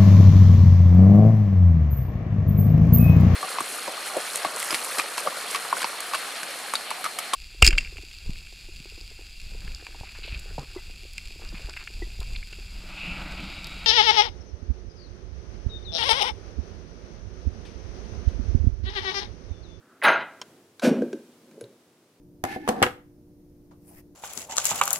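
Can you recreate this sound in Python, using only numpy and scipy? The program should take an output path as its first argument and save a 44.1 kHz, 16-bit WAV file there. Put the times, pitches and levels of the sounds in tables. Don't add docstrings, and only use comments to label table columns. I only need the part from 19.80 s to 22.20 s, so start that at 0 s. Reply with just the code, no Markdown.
import sys
import numpy as np
from scipy import signal
from scipy.fft import rfft, irfft, next_fast_len
from scipy.io import wavfile
from scipy.ndimage import uniform_filter1d

SR = 44100
rng = np.random.default_rng(int(sys.argv[2]) if len(sys.argv) > 2 else 0)


def pcm_store(signal):
    levels = np.round(np.clip(np.atleast_2d(signal), -1, 1) * 32767)
    wavfile.write(sys.argv[1], SR, levels.astype(np.int16).T)


N = 105840
TIME = np.arange(N) / SR
HIT_SAMPLES = 441


# (time [s], level [dB])
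DRAG_LEVEL = [(.215, -79), (.223, -31.5), (.236, -22.5), (.246, -11), (.274, -15.5), (.288, -13),
              (.315, -18), (.355, -25), (.385, -31), (.408, -28.5), (.426, -34), (.445, -56.5)]
# (frequency [Hz], width [Hz], level [dB])
BOWL_MODES = [(569, 50, -7), (673, 35, 0), (828, 20, -0.5), (930, 62, -3), (1127, 35, -3.5), (1303, 39, -3),
              (1420, 76, -0.5), (1603, 46, 2), (2026, 45, -1.5), (2540, 34, -7.5), (2824, 8, -7.5),
              (3060, 60, -16.5), (3940, 230, -18.5)]
# (frequency [Hz], density [dB])
FRICTION_SPECTRUM = [(100, -35.5), (250, -20.5), (550, 2), (1600, -1), (2400, -1.5), (3300, -11.5),
                     (4500, -22.5), (5700, -31.5), (7200, -48), (15000, -56)]
# (frequency [Hz], density [dB])
COUNTER_SPECTRUM = [(90, -20), (140, -5.5), (240, 4), (420, 2), (1500, -45)]
# (time [s], level [dB], pitch [Hz], t60 [s])
FOOT_CATCHES = [(.2175, -35.5, 2010, 0.031), (.2242, -30.5, 1760, 0.0063), (.2822, -20, 2230, 0.0081),
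                (.2855, -19, 1990, 0.0039), (0.359, -23, 1387, .04)]
SLIPS_PER_S, SLIP_SPREAD_DB = 2200, -1

def bowl_drag():
    force, rub = (grains(SLIPS_PER_S, SLIP_SPREAD_DB) * stroke(DRAG_LEVEL) for _ in range(2))
    glass = from_db(-2.5) * driven(resonate, force, BOWL_MODES)
    friction = from_db(-6.5) * driven(coloured, rub, FRICTION_SPECTRUM)
    counter = from_db(-20.5) * delayed(driven(coloured, force, COUNTER_SPECTRUM), .012)
    catches = sum(from_db(db) * delayed(ping(hz, t60, attack_s=.00034), s)
                  for s, db, hz, t60 in FOOT_CATCHES)
    return filtered(glass + friction + catches + counter, "low", hz=5530, order=4)


# (time [s], level [dB])
GRIT_LEVEL = [(.22, -92), (.226, -52), (.232, -49.5), (.236, -33), (.255, -34), (.272, -49), (.315, -49.5),
              (.345, -72)]
# (frequency [Hz], width [Hz], level [dB])
GLASS_MODES = [(3600, 550, 1.5), (4620, 780, -2), (10190, 400, 2), (13300, 300, -12.5), (15290, 200, -4)]
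# (time [s], length [s], level [dB])
FOOT_SQUEALS = [(0.256, .046, -43), (0.318, 0.037, -51.5)]

def bowl_grit():
    force = grains(SLIPS_PER_S, SLIP_SPREAD_DB) * stroke(GRIT_LEVEL)
    rasp = driven(resonate, force, GLASS_MODES)
    squeal_gain = sum(from_db(db) * swell(s, length) for s, length, db in FOOT_SQUEALS)
    return rasp + squeal_gain * narrow_noise(hz=6310, width_hz=230)


# (time [s], level [dB])
STIR_LEVEL = [(1.015, -74), (1.035, -23), (1.09, -20), (1.24, -37.5), (1.3, -44), (1.5, -61.5),
              (1.67, -58.5), (1.75, -49), (1.86, -53.5), (1.98, -62)]
# (frequency [Hz], density [dB])
SQUELCH_SPECTRUM = [(90, -32.5), (200, -3), (400, 5), (570, -2.5), (760, -13), (2000, -31.5), (9000, -85)]
# (frequency [Hz], t60 [s], level [dB])
JAR_MODES = [(165, 0.12, 1), (242.1, 0.26, 6), (346.6, 0.31, -4), (387, 0.12, 0.5), (468.6, .08, 1.5),
             (549.7, .16, 2.5), (638, .12, -2.5)]
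# (time [s], level [dB], pitch [Hz])
BATTER_THUDS = [(1.027, -29.5, 553), (1.035, -22.5, 238), (1.0475, -23, 572), (1.057, -19.5, 521),
                (1.072, -14.5, 259), (1.109, -16.5, 262), (1.159, -27.5, 227), (1.184, -24.5, 256),
                (1.207, -25.5, 232), (1.2204, -22.5, 484), (1.222, -25.5, 261), (1.2334, -28, 346),
                (1.263, -34, 400), (1.3302, -28.5, 391), (1.343, -31, 313), (1.778, -45.5, 436),
                (1.8123, -38, 466), (1.838, -43, 412)]

def batter():
    force = grains(per_s=380, spread_db=-1.5) * stroke(STIR_LEVEL)
    stirred_jar = rms_one(signal.fftconvolve(force, struck(JAR_MODES))[:N])
    ringing = from_db(-5.5) * np.std(force) * stirred_jar
    for s, db, hz in BATTER_THUDS:
        plop = ping(hz, t60=.052, attack_s=.0016)
        hollow = struck(JAR_MODES, extra_db=-10 * (octaves_from(hz, JAR_MODES) / .8) ** 2)
        ringing = ringing + from_db(db) * delayed(plop + from_db(-5.5) * hollow, s)
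    squelch = from_db(-4.5) * driven(coloured, force, SQUELCH_SPECTRUM)
    return filtered(ringing, "band", hz=[170, 700], order=4) + squelch


# (time [s], level [dB])
SWEEP_LEVEL = [(1.015, -86), (1.02, -36.5), (1.036, -27), (1.053, -24), (1.08, -29.5), (1.096, -34),
               (1.105, -42), (1.2, -56.5)]
# (frequency [Hz], density [dB])
SMEAR_SPECTRUM = [(150, -23), (400, -10), (620, 9), (800, -5), (1250, -9.5), (1550, -1), (1750, -11.5),
                  (2400, -7.5), (3200, -13.5), (5500, -17), (9000, -23), (13000, -29), (16000, -54)]
# (frequency [Hz], width [Hz], level [dB])
WALL_SONG_MODES = [(920, 7.5, 0), (5520, 8.7, -4), (5600, 8.3, 0), (5840, 14, 1)]

def spatula_sweep():
    force = grains(per_s=5400, spread_db=2) * stroke(SWEEP_LEVEL)
    smear = driven(coloured, force, SMEAR_SPECTRUM)
    return smear + from_db(-23.5) * driven(resonate, force, WALL_SONG_MODES)


# (time [s], level [dB], favoured frequency [Hz], emphasis [dB])
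JAR_TICKS = [(.996, -44, 4080, 7.5), (1.22, -42.5, 1500, 23), (1.3296, -45, 1650, 8),
             (1.7128, -61.5, 2400, 7), (1.8104, -48.5, 9800, 14), (1.8408, -53, 3730, 19)]
# (frequency [Hz], t60 [s], level [dB])
WALL_MODES = [(1030, .035, -6), (1575, 0.044, 1.5), (2316, 0.022, -1), (3837, 0.019, -0.5),
              (4190, 0.04, -8.5), (5710, .02, -6.5), (6630, .012, 0.5), (7800, 0.011, -4),
              (10050, .022, -4.5)]

def jar_ticks():
    ticks = 0
    for s, db, hz, emphasis_db in JAR_TICKS:
        nearness = np.exp(-(octaves_from(hz, WALL_MODES) / .53) ** 2)
        tick = struck(WALL_MODES, emphasis_db * nearness) + from_db(-emphasis_db / 2) * crack()
        ticks = ticks + from_db(db) * delayed(tick, s)
    return ticks


# (frequency [Hz], t60 [s], level [dB])
CLINK_MODES = [(626, .05, -6.5), (1005, 0.05, -4), (3170, 0.034, -1.5), (5530, 0.023, 1),
               (6780, 0.0098, -1)]

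def bowl_clink():
    clink = struck(CLINK_MODES) + from_db(-1.5) * crack()
    return from_db(-37) * delayed(clink, .6155)


# (frequency [Hz], density [dB])
CRACK_SPECTRUM = [(200, -1.5), (600, 16), (6500, 6.5), (16000, -26)]

def crack():
    return hit_one(coloured(rng.standard_normal(N) * dying(t60=.038), CRACK_SPECTRUM))


def jar_bump():
    note = hit_one(TIME * dying(t60=.1) * sine(hz=121))
    return from_db(-45.5) * delayed(note, 1.822)


# (time [s], length [s], level [dB], centre [Hz])
HAND_BRUSHES = [(-.05, .32, -62, 1330)]

def hand_brush():
    return sum(from_db(db) * swell(s, length) * narrow_noise(hz, width_hz=510)
               for s, length, db, hz in HAND_BRUSHES)


# (frequency [Hz], t60 [s])
KITCHEN_T60 = [(100, .6), (1000, 0.5), (2500, 0.56), (5000, 0.12), (12000, .17)]

def kitchen_echo(x):
    edges_hz, tail = np.geomspace(62, 16000, 9), 0
    for low, high in zip(edges_hz, edges_hz[1:]):
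        band = filtered(rng.standard_normal(N), "band", hz=[low, high], order=2)
        tail = tail + band * dying(at_hz(KITCHEN_T60, np.sqrt(low * high)))
    gain = np.sqrt(2 * np.log(1000) / (SR * at_hz(KITCHEN_T60, 1000)))
    return signal.fftconvolve(x, gain * delayed(tail, .006))[:N]


# (frequency [Hz], density [dB])
ROOM_SPECTRUM = [(65, -23), (100, -4.5), (210, 0.5), (350, 3.5), (600, -5), (800, -9), (3000, -23.5),
                 (8000, -44)]
# (time [s], level [dB])
ROOM_LEVEL = [(0, -60.5), (.75, -55.5), (.95, -62), (1.5, -59), (2.4, -63)]
# (frequency [Hz], density [dB])
HISS_SPECTRUM = [(2500, 0), (5000, -1), (10000, -4), (16000, -10.5)]
# (time [s], level [dB])
HISS_DRIFT = [(0, -70), (.68, -63), (.93, -67.5), (1.15, -61.5), (2.4, -70)]

def room_tone():
    room = level(ROOM_LEVEL) * coloured(rng.standard_normal(N), ROOM_SPECTRUM)
    mid, side = (coloured(rng.standard_normal(N), HISS_SPECTRUM) for _ in range(2))
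    return room + level(HISS_DRIFT) * (mid + from_db(-1.5) * side * [[1], [-1]])


def from_db(db):
    return 10 ** (np.asarray(db) / 20)


def rms_one(x):
    return x / np.sqrt(np.mean(x ** 2) + 1e-20)


def hit_one(x):
    return x * np.sqrt(HIT_SAMPLES / (np.sum(x ** 2) + 1e-20))


def level(rows):
    return from_db(np.interp(TIME, *np.transpose(rows)))


def stroke(rows):
    return from_db(np.interp(TIME, *np.transpose(rows), left=-200, right=-200))


def swell(s, length):
    return np.sin(np.pi * np.clip((TIME - s) / length, 0, 1))


def dying(t60):
    return np.exp(-np.minimum(np.log(1000) * TIME / t60, 60))


def delayed(x, s):
    return np.concatenate([np.zeros(int(s * SR)), x])[:N]


def at_hz(points, hz):
    points_hz, values = np.transpose(points)
    return np.interp(np.log(hz), np.log(points_hz), values)


def octaves_from(hz, modes):
    return np.log2(np.array(modes)[:, 0] / hz)


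def sine(hz):
    return np.sin(2 * np.pi * hz * TIME)


def ping(hz, t60, attack_s):
    attack = 1 - np.exp(-TIME / attack_s)
    return hit_one(attack * dying(t60) * sine(hz))


def struck(modes, extra_db=0):
    modes_hz, t60s, dbs = np.transpose(modes)
    gains = from_db(dbs + extra_db)
    return hit_one(sum(gain * dying(t60) * sine(hz) for hz, t60, gain in zip(modes_hz, t60s, gains)))


def grains(per_s, spread_db):
    sizes = from_db(spread_db * np.minimum(rng.exponential(1, N), 4)) * rng.choice([-1, 1], N)
    clicks = sizes * (rng.random(N) < per_s / SR)
    power = uniform_filter1d(clicks ** 2, size=HIT_SAMPLES)
    return rms_one(clicks / np.sqrt(power + power.mean() / 10))


def filtered(x, kind, hz, order):
    return signal.sosfilt(signal.butter(order, hz, kind, fs=SR, output="sos"), x)


def coloured(x, spectrum):
    size = 2 * next_fast_len(N * 2 // 3)
    bins_hz = np.arange(size // 2 + 1) * SR / size + 1
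    cepstrum = irfft(np.log(from_db(at_hz(spectrum, bins_hz))))
    cepstrum[1:size // 2] *= 2
    cepstrum[size // 2 + 1:] = 0
    return rms_one(irfft(rfft(x, size) * np.exp(rfft(cepstrum)))[:N])


def resonate(x, resonances):
    total = 0
    for k, (hz, width_hz, db) in enumerate(resonances):
        radius = np.exp(-np.pi * width_hz / SR)
        feedback = [1, -2 * radius * np.cos(2 * np.pi * hz / SR), radius ** 2]
        ring = (1 - radius ** 2) * signal.lfilter([1, 0, -1], feedback, x + 1e-18)
        total = total + (-1) ** k * from_db(db) * ring
    return rms_one(total)


def narrow_noise(hz, width_hz):
    resonance = [(hz, width_hz, 0)]
    return resonate(resonate(rng.standard_normal(N), resonance), resonance)


def driven(body, force, table):
    return body(force, table) * np.std(force)


def scene():
    # (sound, echo send [dB])
    sources = [(bowl_drag(), -12), (bowl_grit(), -4), (jar_ticks(), -9.5),
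               (spatula_sweep(), -8.5), (batter() + jar_bump(), -15)]
    direct = sum(sound for sound, _ in sources)
    echo = kitchen_echo(sum(sound * from_db(send_db) for sound, send_db in sources))
    return direct + echo + bowl_clink() + hand_brush() + room_tone()


def record(dry):
    thin = filtered(dry, "high", hz=79, order=3)
    rounded = thin / (1 + (thin / .9) ** 4) ** .25
    return signal.sosfilt(signal.ellip(10, .1, 80, 16000, fs=SR, output="sos"), rounded)


dry = scene()
out = record(dry)
pcm_store(out)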